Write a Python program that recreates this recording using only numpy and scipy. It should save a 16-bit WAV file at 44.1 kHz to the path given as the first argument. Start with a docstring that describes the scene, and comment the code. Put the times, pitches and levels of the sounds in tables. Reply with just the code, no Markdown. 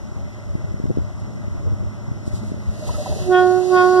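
"""A diesel railcar rolls up to a platform crossing and blows its one-note air horn twice.
Its engine drones, air puffs, the wheels knock over rail joints, then the horn's diaphragm sounds,
brighter as the pressure rises. Heard from the crossing, with the town behind, on a handheld recorder:
wind buffets its two microphone ports, and its widener subtracts a delayed copy of each side from the
other."""
import sys
import numpy as np
from scipy import signal
from scipy.fft import rfft, irfft, next_fast_len
from scipy.io import wavfile
from scipy.ndimage import uniform_filter1d, minimum_filter1d

SR = 44100
rng = np.random.default_rng(int(sys.argv[2]) if len(sys.argv) > 2 else 0)


def output_pcm(signal):
    """Save a mono or channel-first signal as 16-bit PCM at the path in sys.argv[1].

    Samples are clipped to [-1, 1] before scaling.
    """
    pcm = np.clip(np.atleast_2d(signal).T, -1, 1) * 32767
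    wavfile.write(sys.argv[1], SR, np.round(pcm).astype(np.int16))


N = 176400
TIME = np.arange(N) / SR


def amp(db):
    return 10 ** (np.asarray(db) / 20)


def unit_rms(x):
    return x / np.sqrt(np.mean(x ** 2) + 1e-20)


def in_time(rows):
    times, *columns = np.transpose(rows)
    return [np.interp(TIME, times, column) for column in columns]


def at_hz(rows, hz):
    freqs, values = np.transpose(rows)
    return np.interp(np.log(hz), np.log(freqs), values)


def lowpass(x, hz):
    return signal.sosfilt(signal.butter(1, hz, fs=SR, output="sos"), x)


def sides(pan_db):
    """Left and right gains; pan is left minus right."""
    return amp(np.array([pan_db / 2, -pan_db / 2])).reshape(2, -1)


def drift(hz):
    """Slow random wander, rms 1."""
    step = 40
    pole = np.exp(-2 * np.pi * hz * step / SR)
    slow = signal.lfilter([1], [1, -2 * pole, pole * pole], rng.standard_normal(N // step + 2002))[2000:]
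    return np.interp(np.arange(N) / step, np.arange(len(slow)), unit_rms(slow))


def coloured(spectrum, likeness, flicker_db):
    """Stereo noise in octave bands that flicker on their own, the top ones less; rms 1."""
    hz = np.arange(N // 2 + 1) * SR / N + 1
    mid, side = rfft(rng.standard_normal((2, N)))
    alike = np.clip(at_hz(likeness, hz), -1, 1)
    white = np.sqrt(1 + alike) * mid + np.sqrt(1 - alike) * side * [[1], [-1]]
    shaped = white * amp(at_hz(spectrum, hz))
    octave = np.clip(np.log2(hz / 60), 0, 7)
    out = 0
    for k in range(8):
        band = irfft(shaped * np.clip(1 - abs(octave - k), 0, 1), N)
        out += amp(flicker_db * min(1, 2 - k / 4) * drift(12.5)) * band
    return unit_rms(out)


# The railcar drawing near the crossing: t/s, relative level/dB
ROLL_LEVEL = [(0, -60.5), (2.1, -63.5), (2.65, -57), (2.8, -47), (2.92, -42), (3.22, -41.5), (3.35, -44),
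              (3.6, -44.5), (3.75, -39.5), (4, -42)]
# Its rolling noise: f/Hz, relative density/dB
ROLL_SPECTRUM = [(60, -39), (150, 9.5), (300, -2.5), (540, -8), (600, 6), (680, -3.5), (950, -15),
                 (1300, -25), (1750, -15), (2000, -11.5), (2200, -75), (2600, -13), (3300, -22.5),
                 (4300, -12.5), (5500, -19), (6500, -13), (7500, -21), (11000, -21.5), (14000, -37)]
# How alike the two ports hear railcar and town: f/Hz, correlation (-1..1)
PORT_LIKENESS = [(100, 1), (600, 0.63), (1500, -0.063), (2000, -0.78), (2600, -0.48), (3300, 0.57),
                 (5000, 0.011)]
RAILCAR_PAN_DB = -1


def rolling():
    """Wheels on rails, louder as they near; the left port is shaded from their treble."""
    noise = coloured(ROLL_SPECTRUM, PORT_LIKENESS, flicker_db=2.5)
    out = amp(8.5 + in_time(ROLL_LEVEL)[0]) * sides(RAILCAR_PAN_DB) * noise
    out[0] = lowpass(out[0], hz=9000)
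    return out


# Background at the crossing: f/Hz, relative density/dB
TOWN_SPECTRUM = [(60, -75), (135, -57), (260, -62), (330, -60.5), (500, -76), (600, -60.5), (680, -71),
                 (950, -73.5), (1380, -73), (1750, -82.5), (2000, -72), (2200, -84), (3300, -89.5),
                 (4300, -92.5), (5250, -91.5), (5460, -78), (5700, -85.5), (6450, -88.5), (7500, -90.5),
                 (9000, -99), (11000, -101), (14000, -107)]


def town():
    """A steady wash of distant traffic and town, a little to the left."""
    return amp(-41.5) * sides(pan_db=5) * coloured(TOWN_SPECTRUM, PORT_LIKENESS, flicker_db=1.5)


# The diesel's drone: f/Hz, relative density/dB
ENGINE_SPECTRUM = [(80, -55.5), (99, -3.5), (107, -1), (117, -3), (150, -25.5), (195, -15.5), (211, -12),
                   (230, -21), (300, -39), (500, -88)]
# Its strength at the microphone: t/s, level/dB
ENGINE_LEVEL = [(0, -35.5), (1, -29), (1.6, -31.5), (2.5, -27), (3.1, -29.5), (4, -34)]


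def engine():
    """Low diesel drone: noise in two humps an octave apart, the same at both ports."""
    return amp(in_time(ENGINE_LEVEL)[0]) * coloured(ENGINE_SPECTRUM, [(100, 1.0)], flicker_db=-1.0)


# Gusts right on the microphone: t/s, relative level/dB, pan/dB
PORT_GUSTS = [(0, -54.5, 21), (.21, -42, 6), (.35, -56, 0), (.55, -48.5, 12), (.65, -50.5, 16.5),
              (.95, -46.5, 14.5), (1.1, -51, 5), (1.4, -47, -1), (1.72, -42.5, 5), (1.9, -48, 2),
              (2.5, -46.5, 1), (2.75, -48, 9), (3.25, -40, -6), (3.4, -46, 1), (4, -57.5, -7.5)]
# Their rumble: f/Hz, relative density/dB
WIND_SPECTRUM = [(20, -9.5), (48, 1.5), (70, 7.5), (140, -0.5), (230, -9.5), (350, -17.5), (600, -28),
                 (1200, -84.5)]
# The deepest wind swells, then dies away: t/s, gain/dB
DEEP_SWELL = [(0.6, 0), (1.7, 5), (2.7, -3.5), (3.7, -9)]


def wind(lump_db=3.5, lump_hz=19.5):
    """Wind on the ports: lumpy low noise, mostly its own in each."""
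    level_db, pan_db = in_time(PORT_GUSTS)
    lumps = amp(lump_db * np.array([drift(lump_hz), drift(lump_hz)]))
    noise = coloured(WIND_SPECTRUM, likeness=[(100, 0.2)], flicker_db=4.0)
    rumble = amp(18 + level_db) * sides(pan_db) * unit_rms(lumps * noise)
    deep = lowpass(rumble, hz=65)
    return rumble - deep + deep * amp(in_time(DEEP_SWELL)[0])


# Hard buffets on the ports: t/s, relative level/dB, f/Hz (higher is shorter)
PORT_BUFFETS = [(0.553, -8, 126), (0.743, -12.5, 140), (0.8, -10.5, 240), (.841, -8, 130),
                (0.856, -8.5, 207), (.899, -9, 263), (.905, -4.5, 300), (.913, -9, 300), (0.973, -3.5, 255),
                (.986, -7.5, 147), (1.482, -15.5, 138), (2.117, -13, 110), (2.278, -11, 175),
                (2.435, -13, 255), (2.519, -11, 230), (2.544, -15.5, 200)]


def buffets(width_cycles=0.48, edge_s=0.0008, lopsided=0.53, lee_db=-51):
    """Single pressure jolts, a push then a deeper dip, on the port that the gust favours."""
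    _, pan_db = in_time(PORT_GUSTS)
    out = np.zeros((2, N))
    for at, db, hz in PORT_BUFFETS:
        cycles = (TIME - at) * hz
        pulse = np.exp(-(cycles / width_cycles) ** 2) * np.cos(np.pi * cycles)
        edge = np.tanh((TIME - at) / edge_s) + lopsided
        port_db = [[0], [lee_db]] if pan_db[int(at * SR)] > 0 else [[lee_db], [0]]
        out -= amp(db) * pulse * edge * amp(port_db)
    return out


# Faint puffs of air: t/s, length/s, level/dB
AIR_PUFFS = [(1.19, 0.022, -58), (2.255, 0.043, -49.5), (2.321, 0.078, -46.5), (2.416, 0.11, -52.5),
             (2.868, 0.023, -41)]


def puffs(band_hz=(3360, 8900)):
    """Air hissing in short, smooth humps."""
    humps = sum(amp(db) * np.exp(-(2 * (TIME - at) / length - 1) ** 2) for at, length, db in AIR_PUFFS)
    band = signal.butter(2, band_hz, "band", fs=SR, output="sos")
    return humps * unit_rms(signal.sosfilt(band, rng.standard_normal((2, N))))


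# Ring of rail and car body: f/Hz, t60/s
RAIL_MODES = [(212, .12), (600, .05), (760, .04), (985, .02), (1290, .05)]
# Wheels meeting joints as the railcar comes close: t/s, level/dB, favoured f/Hz
JOINT_KNOCKS = [(2.408, -21.5, 212), (2.685, -28.5, 212), (2.822, -33.5, 600), (2.872, -38.5, 760),
                (2.891, -28.5, 985), (2.94, -38, 1290), (2.978, -26.5, 600), (2.999, -26.5, 600),
                (3.02, -29, 670), (3.059, -21, 860), (3.075, -31.5, 600), (3.119, -24, 637),
                (3.148, -31.5, 590), (3.18, -26.5, 647), (3.2, -40, 617)]


def wheel_knocks(loss_db_per_octave=51):
    """Soft blows at the joints: the modes near each blow's favoured pitch swell, then die."""
    times, db, favoured_hz = np.transpose(JOINT_KNOCKS)
    out = np.zeros(N)
    for hz, t60 in RAIL_MODES:
        strength = amp(db - loss_db_per_octave * abs(np.log2(hz / favoured_hz)))
        blows = np.zeros(N)
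        blows[(times * SR).astype(int)] = strength * rng.choice([-1, 1], len(times))
        decay, angle = amp(-60 / (t60 * SR)), 2 * np.pi * hz / SR
        poles = [1, -2 * decay * np.cos(angle), decay * decay]
        ring = signal.lfilter([0, np.sin(angle)], poles, blows + 1e-18)
        # a second pass through the mode softens the attack
        out += signal.lfilter([0, 2 * np.e * (1 - decay) * np.sin(angle)], poles, ring)
    return out * sides(RAILCAR_PAN_DB)


# Two horn blasts at the crossing: t/s, f/Hz, relative level/dB, air pressure as brightness/dB
HORN_BLASTS = [(3.2, 368, -41, -68), (3.256, 367, -35, -58), (3.292, 366.2, -18, -33),
               (3.326, 367, -14, -9.5), (3.35, 364, -11.5, -3), (3.4, 365.7, -16, -6),
               (3.46, 364.5, -16, -14), (3.586, 366.8, -18.5, -21.5), (3.64, 365.2, -22, -36),
               (3.695, 366.5, -20.5, -31.5), (3.734, 366.5, -14.5, -8.5), (3.774, 365.3, -15, 0.5),
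               (3.81, 363.7, -15, 0), (3.9, 366.4, -16, -10.5), (3.95, 366.7, -16, -8.5),
               (4.0, 365.7, -11.5, -4.5)]
# Harmonics 2 and up at full pressure: first blast level/dB, second blast level/dB, share of brightness
HORN_OVERTONES = [(-13.5, -18, 0.52), (-21, -19, 0.91), (-18, -21, 1.12), (-21, -31, 1.47), (-26, -30, 1.9),
                  (-32, -37, 2.7), (-22, -43.5, 3), (-20.5, -38, 2.46), (-35.5, -43, 1.85),
                  (-48, -51, 0.76), (-39, -36.5, 0.34), (-54, -42, 0.58), (-48, -43, 0.86),
                  (-54.5, -52.5, 0.25)]
# Their places between the ports: pan/dB, left lead/rad in the first blast, then both for the second
OVERTONE_IMAGE = [(0, -.2, 6, -.4), (5, .4, 5, 0), (-14, -.4, -9, -.3), (-1, -.2, 2, -1.9),
                  (4, -.1, 0, -.2), (-19, -2.6, -2, -3.1), (-4, -2.8, -5, -3.1), (-7, 2.2, -10, 1.8),
                  (6, .6, 6, .8), (6, .7, -6, .3), (-4, .2, -2, 0), (18, .3, 10, -1), (2, -1.9, 2, -1.5),
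                  (-8, 1.6, -12, -1.5)]
# The fundamental's image wanders as the railcar moves: t/s, left lead/rad
FUNDAMENTAL_IMAGE = [(3.34, -0.59), (3.56, -0.91), (3.74, -.75), (3.8, -0.92), (3.96, -0.52)]


def horn(second_blast_s=3.66, breath_db=-28, breath_hz=34, waver_db=0.45):
    """A beating diaphragm: the main overtones grow faster than the fundamental as air pressure rises."""
    hz, level_db, bright_db = in_time(HORN_BLASTS)
    phase = 2 * np.pi * np.cumsum(hz) / SR
    to_second = np.clip((TIME - second_blast_s) / 0.054 + 0.5, 0, 1)

    def harmonic(k, db, pan_db, left_lead, ahead_rad=0):
        breath = amp(breath_db) * (drift(breath_hz) + 1j * drift(breath_hz))
        level = amp(db + waver_db * np.sqrt(k - 1) * drift(12.0))
        port_phase = k * phase + ahead_rad + left_lead * np.array([[0.5], [-0.5]])
        return sides(pan_db) * np.real(level * (1 + breath) * np.exp(1j * port_phase))

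    # the bell sends its lowest tone out early
    out = harmonic(1, level_db + 6, pan_db=-0.5, left_lead=in_time(FUNDAMENTAL_IMAGE)[0], ahead_rad=1.05)
    for k, ((first_db, second_db, share), image) in enumerate(zip(HORN_OVERTONES, OVERTONE_IMAGE), 2):
        first, second = (first_db, *image[:2]), (second_db, *image[2:])
        db, pan_db, left_lead = (a + (b - a) * to_second for a, b in zip(first, second))
        out += harmonic(k, db + share * bright_db, pan_db, left_lead)
    return out * (TIME > HORN_BLASTS[0][0])


def scene():
    """Everything that reaches the two ports at the crossing."""
    return rolling() + town() + engine() + wind() + buffets() + puffs() + wheel_knocks() + horn()


def record(dry, cross_gain=0.83, lag_s=20 / SR, dull_hz=7100, ceiling=0.93, top_hz=14100):
    """The handheld: each side loses a late, dull copy of the other; peaks are limited, the top cut."""
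    size = next_fast_len(N + 1000)
    hz = np.arange(size // 2 + 1) * SR / size
    cross = cross_gain * np.exp(-2j * np.pi * hz * lag_s) / (1 + (hz / dull_hz) ** 6)
    wide = dry - irfft(rfft(dry[::-1], size) * cross, size)[:, :N]
    safe_gain = np.minimum(1, ceiling / (abs(wide).max(axis=0) + 1e-9))
    limited = wide * uniform_filter1d(minimum_filter1d(safe_gain, size=1200), size=600)
    return signal.sosfilt(signal.ellip(12, 0.5, 70, top_hz, fs=SR, output="sos"), limited)


dry = scene()
out = record(dry)
output_pcm(out)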